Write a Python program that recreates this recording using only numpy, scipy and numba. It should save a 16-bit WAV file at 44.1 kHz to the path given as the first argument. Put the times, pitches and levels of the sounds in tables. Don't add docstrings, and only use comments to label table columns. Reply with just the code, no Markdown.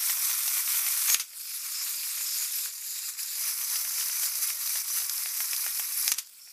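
import sys
import numpy as np
from scipy import signal
from scipy.fft import rfft, irfft, next_fast_len
from scipy.io import wavfile
from scipy.ndimage import uniform_filter1d, minimum_filter1d
from numba import njit

SR = 44100
rng = np.random.default_rng(int(sys.argv[2]) if len(sys.argv) > 2 else 0)


def wrap_up_sound(samples):
    columns = np.atleast_2d(samples).T
    tamed = np.clip(columns, -1, 1)
    steps = np.round(tamed * 32767).astype(np.int16)
    wavfile.write(sys.argv[1], SR, steps)


N = 287532
TIME = np.arange(N) / SR
TOP_HZ = 15350


def undb(db):
    return 10 ** (np.asarray(db) / 20)


def unit(x):
    return x / np.sqrt(np.mean(x ** 2))


def wander(rate_hz):
    return unit(np.interp(TIME * rate_hz, np.arange(8192), rng.standard_normal(8192)))


def add(out, start_s, sound):
    start = max(int(start_s * SR), 0)
    out[start:start + len(sound)] += sound[:N - start]


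def lowpass(x, cutoff_hz):
    size = next_fast_len(len(x) + 1024)
    hz = np.fft.rfftfreq(size, 1 / SR)
    return irfft(rfft(x, size) / (1 + (hz / cutoff_hz) ** 6), size)[:len(x)]


def ring(x, spectrum, size=2048):
    hz, db = np.transpose(sorted(spectrum))
    grid_hz = np.maximum(np.fft.rfftfreq(size, 1 / SR), 1)
    magnitude = undb(np.interp(np.log(grid_hz), np.log(hz), db))
    cepstrum = irfft(np.log(magnitude))
    cepstrum[1:size // 2] *= 2
    cepstrum[size // 2 + 1:] = 0
    response = irfft(np.exp(rfft(cepstrum)))
    return signal.fftconvolve(x, response / np.linalg.norm(response))[:len(x)]


@njit
def resonate(x, hz, width_hz):
    out, band_state, low_state = np.empty(len(x)), 0., 0.
    for i in range(len(x)):
        g, damping = np.tan(np.pi * hz[i] / SR), width_hz / hz[i]
        passed = (band_state + g * (x[i] - low_state)) / (1 + g * (g + damping))
        band_state = 2 * passed - band_state
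        low_state += 2 * g * passed
        out[i] = damping * passed
    return out


def band(x, hz, width_hz):
    centre_hz, width_hz = hz * np.ones(len(x)), float(width_hz)
    return unit(resonate(resonate(x, centre_hz, width_hz), centre_hz, width_hz))


# f/Hz, level/dB
AIR_SPECTRUM = [(20, -63), (45, -30), (80, -11.5), (160, 1), (300, -3.5), (700, -0.5), (2000, -9.5),
                (15000, -15)]
def room_tone():
    return undb(-77) * ring(rng.standard_normal(N), AIR_SPECTRUM)


def room(x, t60_s, wet_db, damp_hz):
    t = TIME[:SR // 2]
    tail = lowpass(rng.standard_normal(len(t)), damp_hz)
    tail *= np.exp(-np.log(1000) * t / t60_s) * (1 - np.exp(-t / 0.00099))
    return x + undb(wet_db) * signal.fftconvolve(x, tail / np.linalg.norm(tail))[:N]


def stray(hz, share=.012, rate_hz=12):
    return hz * (1 + share * wander(rate_hz))


def swell(depth_db=3, rate_hz=24):
    return unit(undb(depth_db * wander(rate_hz)))


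# f/Hz, width/Hz, level/dB
HOLLOW_MODES = [(637, 45, -11), (1175, 79, -9.5), (1356, 31, -7), (2250, 59, 2.5)]
def hollow(force):
    force = force + 1e-18
    return sum(undb(db) * swell() * resonate(force, stray(hz), float(width_hz))
               for hz, width_hz, db in HOLLOW_MODES)


def blow(clatter_s, clatter_db, rattle_s, rattle_db, size=4000):
    t = TIME[:size]
    rebounds, rattle = rng.standard_normal((2, size))
    force = undb(clatter_db) * rebounds * np.exp(-t / clatter_s)
    force += undb(rattle_db) * rattle * np.exp(-t / rattle_s)
    force[0] += 1
    return force / np.linalg.norm(force)


# t/s, relative level/dB
JOINT_SNAPS = [(0.33, -20), (0.4785, -15.5), (3.231, -22.5), (4.6745, -19), (5.045, -18.5), (5.096, -13.5),
               (5.18, -18.5), (5.2895, -22), (5.5115, -19.5), (5.564, -17.5), (5.608, -31), (5.7731, -18.5),
               (6.247, -39), (6.272, -37)]
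# f/Hz, level/dB
JOINT_SPECTRUM = [(200, -44), (900, -14.5), (1400, -10.5), (2300, -10), (3200, -7), (5000, 2.5),
                  (6300, 4.5), (7800, -5.5), (11000, 2), (15000, -9)]
def snaps():
    out = np.zeros(N)
    for start_s, db in JOINT_SNAPS:
        force = blow(clatter_s=.0024, clatter_db=-3, rattle_s=.0067, rattle_db=-22)
        add(out, start_s, undb(db + 11.5) * ring(force, JOINT_SPECTRUM))
    return out


# f/Hz, level/dB
PLASTIC_SPECTRUM = [(60, -83), (250, -43), (500, -29), (900, -16.5), (1350, -6.5), (1800, -7), (2500, -1),
                    (3500, -4), (5200, 1.5), (6300, 6), (7700, -3.5), (9000, -0.5), (11500, -2),
                    (15000, -7.5)]
def plastic(force):
    return ring(force, PLASTIC_SPECTRUM)


# t/s, relative level/dB, hard edge/dB, clatter/dB
FOOTFALLS = [(0.098, -17.5, -20, -30), (0.113, -26, -10, -24), (0.171, -25.5, -10, -16),
             (0.296, -21.5, -14, -24), (0.313, -20.5, -12, -26), (0.479, -23, -17, -16),
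             (0.570, -23.5, -8, -31), (0.579, -24, -8, -27), (0.677, -23, -14, -20), (0.866, -19, -23, -35),
             (1.099, -14, -14, -28), (1.146, -14, -20, -33), (1.333, -35.5, -4, -14), (3.758, -23, -8, -11),
             (3.85, -27, -16, -22), (3.982, -29, -3, -19), (4.010, -22.5, -9, -11), (4.025, -25, -1, -16),
             (4.097, -23, -2, -9), (4.235, -23.5, -8, -14), (4.486, -27, -10, -20),
             (4.503, -23.5, -10, -18), (4.757, -22.5, -16, -21), (4.983, -26, -11, -10),
             (5.002, -25, -9, -24), (5.02, -27, -9, -16), (5.2596, -20.5, -14, -30), (5.4043, -19, -2, -25),
             (5.532, -18.5, -2, -26), (5.6647, -19.5, 1, -21), (5.797, -20, 1, -21),
             (6.079, -17.5, -18, -21), (6.475, -43.5, -14, -10)]
# f/Hz, level/dB
FOOT_SPECTRUM = [(30, -72), (100, -38), (250, -21.5), (450, -13.5), (620, -2.5), (1300, 2), (2200, 10),
                 (3200, 7.5), (5000, 4.5), (15000, -62)]
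def steps():
    taps, edges = np.zeros((2, N))
    for start_s, db, edge_db, clatter_db in FOOTFALLS:
        force = undb(db + 11.5) * blow(.0025, clatter_db, rattle_s=.009, rattle_db=-26.5)
        add(taps, start_s, force)
        add(edges, start_s, undb(edge_db) * force)
    return ring(taps, FOOT_SPECTRUM) + plastic(edges) + undb(-9) * hollow(taps)


# t/s, relative level/dB, clatter decay/s, thump/dB
IMPACTS = [(1.102, -13.5, 0.0011, -70.5), (1.1441, -9.5, 0.0018, -25), (1.1464, -10, 0.0017, -35),
           (1.197, -24.5, 0.015, -52), (1.219, -33, 0.0022, -54), (6.079, -12, 0.0012, -66),
           (6.1185, -8.5, 0.0015, -24.5), (6.1225, -18, 0.0024, -44), (6.139, -23, 0.001, -52),
           (6.145, -25, 0.00079, -52), (6.182, -26.5, 0.0025, -25), (6.1847, -22, 0.0075, -49),
           (6.194, -28, 0.0014, -56)]
# f/Hz, level/dB
BOARD_SPECTRUM = [(15, -12), (60, -5), (150, -4.5), (220, 0), (350, -2), (520, 2), (900, -5), (3000, -22.5)]
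def falls():
    clacks, thumps = np.zeros((2, N))
    for start_s, db, clatter_s, thump_db in IMPACTS:
        gain = undb(db + 16) * np.sqrt(clatter_s / .0016)
        clack = blow(clatter_s, clatter_db=1, rattle_s=.01, rattle_db=-23)
        thump = blow(clatter_s=.0014, clatter_db=-50, rattle_s=.008, rattle_db=-37)
        add(clacks, start_s, gain * clack)
        add(thumps, start_s, gain * undb(thump_db) * thump)
    return plastic(clacks) + undb(-5.5) * hollow(clacks) + undb(-1.5) * ring(thumps, BOARD_SPECTRUM)


# t/s, side heard, relative level/dB, tooth sharpness/dB, body contact/dB
ORIENTATIONS = [(0, "back", -0.8, 3.5, -9), (1.229, "face down", -2, 2, -12.5),
                (1.51, "flank", -2.5, 2.5, -10.5), (2.681, "lying", -2, 2, -12),
                (3.36, "front", -0.48, 2.5, -11), (5.08, "half front", -1.83, 3.5, -10.5),
                (6.15, "face down", 0.6, 2, -12)]
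def posture():
    current = np.searchsorted([pose[0] for pose in ORIENTATIONS[1:]], TIME)
    facing, tone_db = {}, 0
    for k, (_, side, *pose_db) in enumerate(ORIENTATIONS):
        share = uniform_filter1d(1. * (current == k), SR // 20)
        facing[side] = facing.get(side, 0) + share
        tone_db = tone_db + np.outer(pose_db, share)
    return facing, tone_db


def rocking(flank, period_s=.542, head_up_s=1.486):
    angle = 2 * np.pi * (TIME - head_up_s) / period_s
    return flank * np.cos(angle), flank * np.cos(2 * angle)


# t/s, swell/dB, slack/dB
STROKES = [(0.095, 4.5, 1.5), (0.289, 1.68, 2.5), (0.471, 0.47, 2.05), (0.575, 2.5, 2.5), (0.768, 1.3, 1),
           (1.131, 4, 2), (1.547, 1, 1.5), (1.9, 2, 0.5), (2.229, 1, 0.5), (2.428, 1.5, 2), (2.87, 2, 0.5),
           (2.96, 2, 1), (3.088, 1.84, 10.5), (3.21, 1, 1.5), (3.479, 3, 1.5), (3.765, 3, 1.5),
           (4.013, 3.5, 0.5), (4.245, 5, 2), (4.439, 3, 0), (4.512, 1, 4.5), (4.776, 2.5, 3.5),
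           (5.005, 3.5, 4), (5.26, 0, 2), (5.411, 1.3, 1), (5.665, 2, 2), (5.8, 1, 2.5), (6.086, 2, 10),
           (6.5, -2, 1)]
def strides(bear_down_s=.12, release_s=.072, recover_s=.035):
    shape_s = np.array([-bear_down_s, 0, release_s, release_s + recover_s])
    return sum(np.interp(TIME, at_s + shape_s, [0, swell_db, -slack_db, 0])
               for at_s, swell_db, slack_db in STROKES)


def grit(spread_db=.5):
    return unit(rng.standard_normal(N) * undb(spread_db * rng.standard_normal(N)))


# f/Hz, level/dB
BODY_UPRIGHT = [(120, -65.5), (200, -34), (274, -63.5), (500, -36), (610, -11.5), (740, -14.5),
                (1170, -3.5), (1340, -3), (1640, -4), (2250, 4.5), (2660, -1.5), (2900, -3), (3600, -6.5),
                (4680, -28), (7920, -120)]
BODY_ON_FLANK = [(180, -58), (300, -41), (450, -27), (560, -28), (634, -21), (718, -25.5), (992, -12),
                 (1150, -6.5), (1780, -6), (2430, -0.5), (3140, -6.5), (3600, -4), (4680, -32),
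                 (7920, -120)]
BODY_LYING_DOWN = [(240, -62), (400, -37), (650, -30), (850, -19.5), (1100, -11), (1530, -9), (1790, -6),
                   (2470, -3.5), (3020, -9), (3600, -8), (4680, -36), (7920, -120)]
BODY_FACE_DOWN = [(300, -58), (700, -28), (1000, -15.5), (1450, -6), (1700, -11), (2050, -7), (2400, -3.5),
                  (2700, -6), (3000, -10), (3700, -9), (4680, -29), (7920, -120)]
def body_chatter(force, facing, standing):
    knocks = force * grit() * undb(1.5 * wander(120))
    upright = ring(knocks, BODY_UPRIGHT) + undb(-11) * unit(hollow(knocks))
    return (standing * upright
            + facing["flank"] * ring(knocks, BODY_ON_FLANK)
            + facing["lying"] * ring(knocks, BODY_LYING_DOWN)
            + facing["face down"] * ring(knocks, BODY_FACE_DOWN))


# t/s, length/s, f/Hz, width/Hz, relative level/dB
SHELL_SKIDS = [(1.065, 0.092, 6600, 900, 2.5), (1.377, 0.11, 11800, 1000, -1),
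               (1.734, 0.12, 5170, 850, -1.5), (1.788, 0.13, 680, 329.6, -25.5),
               (1.95, 0.2, 4900, 1000, -10), (2.15, 0.12, 560, 397, -33), (2.2, 0.063, 6940, 1200, -7),
               (2.27, 0.12, 5300, 1000, -4), (2.34, 0.12, 610, 400, -28.5), (2.37, 0.075, 6740, 1500, -3),
               (2.51, 0.089, 11800, 1300, -1), (2.655, 0.06, 619, 500, -26), (4.09, 0.12, 6050, 350, -6),
               (4.254, 0.041, 7140, 500, -7), (5.959, 0.071, 10060, 1094, 0), (6.075, 0.044, 6400, 910, 2),
               (6.4, 0.15, 5400, 650, -1.5)]
def skids(buzz):
    out = np.zeros(N)
    for start_s, length_s, hz, width_hz, db in SHELL_SKIDS:
        part = buzz[int(start_s * SR):int((start_s + length_s) * SR)]
        fade = signal.windows.tukey(len(part), .4)
        add(out, start_s, undb(db) * band(part, hz, width_hz) * fade)
    return out


# side, f/Hz, width/Hz, relative level/dB, head-up gain/dB, turning-point gain/dB
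SIDE_MODES = [("back", 5870, 620, -10, 0, 0), ("back", 9030, 300, -14.5, 0, 0),
              ("back", 10200, 300, -19, 0, 0), ("back", 12310, 500, -18, 0, 0),
              ("flank", 5050, 750, -8, -1.2, 1.5), ("flank", 6930, 1000, -9, -3, 0),
              ("flank", 11600, 780, -12, 1, 1), ("lying", 7050, 600, -9, 0, 0),
              ("lying", 4950, 350, -13, 0, 0), ("front", 625, 65, -33, 0, 0),
              ("front", 5340, 220, -13.5, 0, 0), ("front", 6040, 300, -9.5, 0, 0),
              ("front", 11360, 450, -14, 0, 0), ("half front", 5330, 350, -8.5, 0, 0),
              ("half front", 11480, 590, -7.5, 0, 0), ("face down", 4950, 600, -8, 0, 0),
              ("face down", 9900, 500, -11, 0, 0)]
def shell_rings(buzz, facing):
    head, turning = rocking(facing["flank"])
    out = np.zeros(N)
    for side, hz, width_hz, db, head_db, turn_db in SIDE_MODES:
        gain = facing[side] * swell() * undb(db + head_db * head + turn_db * turning)
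        out += gain * band(buzz, stray(hz), width_hz)
    return out


def linger(x, mean_s=.0011, step_hz=130):
    size = next_fast_len(len(x) + 2048)
    hz = np.fft.rfftfreq(size, 1 / SR)
    delay_s = mean_s * np.interp(hz / step_hz, np.arange(256), rng.exponential(size=256))
    lag_cycles = np.cumsum(delay_s) * SR / size
    return irfft(rfft(x, size) * np.exp(-2j * np.pi * lag_cycles), size)[:len(x)]


# f/Hz, level/dB
BACK_SPECTRUM = [(1760, -47), (3000, -16), (3250, -9.5), (3530, -7.5), (4990, -2.5), (5800, -0.5),
                 (6820, -4), (7810, -3.5), (8890, -2), (9510, -4.5), (10000, -0.5), (10800, -2.5),
                 (12300, 0.5), (13800, -3.5), (15200, -7.5)]
FRONT_SPECTRUM = [(1760, -39.5), (3000, -19), (3390, -17.5), (3910, -4), (4240, -5), (4960, 2.5),
                  (5490, -0.5), (5960, 3.5), (6590, -2), (7870, -2.5), (9070, -2.5), (11400, 2),
                  (13500, -2.5), (14700, -6), (15200, -4.5)]
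FLANK_SPECTRUM = [(1760, -38.5), (3000, -23), (3150, -15.5), (3940, -2.5), (4400, -1), (5270, 0),
                  (5920, -1.5), (6870, -0.5), (8360, -2.5), (10300, -2.5), (11200, 1), (11900, 0.5),
                  (15200, -8)]
LYING_SPECTRUM = [(1760, -44), (3000, -50), (3120, -33), (3750, -3.5), (4100, -2), (4990, 0), (6120, -1.5),
                  (7110, 3), (8310, -5), (8890, -4.5), (9390, -4.5), (10300, -0.5), (11900, 0),
                  (13500, -3.5), (15200, -10.5)]
FACE_DOWN_SPECTRUM = [(1760, -49), (3100, -14), (4000, -8.5), (4400, -2), (5200, -2.5), (6000, -5),
                      (7300, -3), (8700, -4.5), (10800, -3.5), (11800, -0.5), (12600, -5), (15200, -7.5)]
def shell_whir(force, facing, sharp_db):
    strikes = linger(force * grit(spread_db=.3))
    shell = (facing["back"] * ring(strikes, BACK_SPECTRUM)
             + (facing["front"] + facing["half front"]) * ring(strikes, FRONT_SPECTRUM)
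             + facing["flank"] * ring(strikes, FLANK_SPECTRUM)
             + facing["lying"] * ring(strikes, LYING_SPECTRUM)
             + facing["face down"] * ring(strikes, FACE_DOWN_SPECTRUM))
    buzz = force * grit()
    shell += undb(-5) * (shell_rings(buzz, facing) + skids(buzz))
    soft = lowpass(shell, 7100)
    return undb(2) * soft + undb(sharp_db + 3) * (shell - soft)


def gear_teeth(tooth_hz, standing, flank, chatter_s=.001, slide=.48):
    backlash_s = (.0002 + .0003 * standing) * wander(420)
    uneven_hz = tooth_hz * (1 + (.015 + .05 * standing) * wander(40))
    phase = np.cumsum(uneven_hz) / SR + tooth_hz * backlash_s
    load = 1 - .5 * flank
    axle_play = undb(.8 * load * wander(115))
    tooth = np.floor(phase).astype(int)
    strength = undb(2.18 * load * rng.standard_normal(8192)[tooth % 8192])
    age_s = (phase - tooth) / tooth_hz
    return axle_play * unit(strength * np.exp(-age_s / chatter_s) + slide)


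def shifting_colour(x, drift_db, drift_hz=16, flicker_db=1.5, flicker_hz=170, bands=26):
    size = next_fast_len(len(x))
    position = np.sqrt(np.fft.rfftfreq(size, 1 / SR) / TOP_HZ).clip(0, 1) * (bands - 1)
    spectrum, out = rfft(x, size), np.zeros(N)
    for k in range(bands):
        part = irfft(spectrum * np.maximum(1 - abs(position - k), 0), size)[:N]
        out += part * undb(flicker_db * wander(flicker_hz) + drift_db * wander(drift_hz))
    return out


# t/s, tooth rate/Hz
TOOTH_RATE = [(0, 590), (0.25, 662), (1.135, 683.5), (1.168, 397.4), (1.215, 401), (1.255, 253.7),
              (1.305, 266.5), (1.385, 418.4), (1.55, 507), (1.72, 569), (2.08, 579.6), (2.36, 647),
              (2.655, 605), (2.705, 465), (2.79, 410), (2.98, 500.6), (3.45, 600), (5.9, 585), (6.11, 660),
              (6.24, 183.2), (6.52, 238.6)]
def clockwork(cruise_hz=590, db_per_doubling=11.5):
    speed_hz = np.interp(TIME, *np.transpose(TOOTH_RATE))
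    stride_db = strides()
    facing, (pose_db, sharp_db, contact_db) = posture()
    standing = facing["back"] + facing["front"] + facing["half front"]
    force = gear_teeth(speed_hz * undb(.12 * stride_db), standing, facing["flank"])
    shell = undb(stride_db) * shell_whir(force, facing, sharp_db)
    _, turning = rocking(facing["flank"])
    body = undb(contact_db + .76 * stride_db - turning) * body_chatter(force, facing, standing)
    drive_db = -35.5 + db_per_doubling * np.log2(speed_hz / cruise_hz) + pose_db
    whir = undb(drive_db) * (shell + body)
    whir = shifting_colour(whir, drift_db=.6 * standing + 1.5 * (1 - standing))
    return whir - lowpass(whir, 157)


def scene():
    toy = clockwork() + steps() + snaps() + falls()
    mono = room(toy, t60_s=.25, wet_db=-17, damp_hz=8500) + room_tone()
    return np.tile(mono, (2, 1))


def record(dry):
    ceiling, window = .48, int(.002 * SR)
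    needed_gain = ceiling / np.maximum(abs(dry), ceiling)
    gain = uniform_filter1d(minimum_filter1d(needed_gain, window), window)
    treble_cut = signal.ellip(10, .05, 60, TOP_HZ, fs=SR, output="sos")
    return signal.sosfiltfilt(treble_cut, gain * dry)


dry = scene()
out = record(dry)
wrap_up_sound(out)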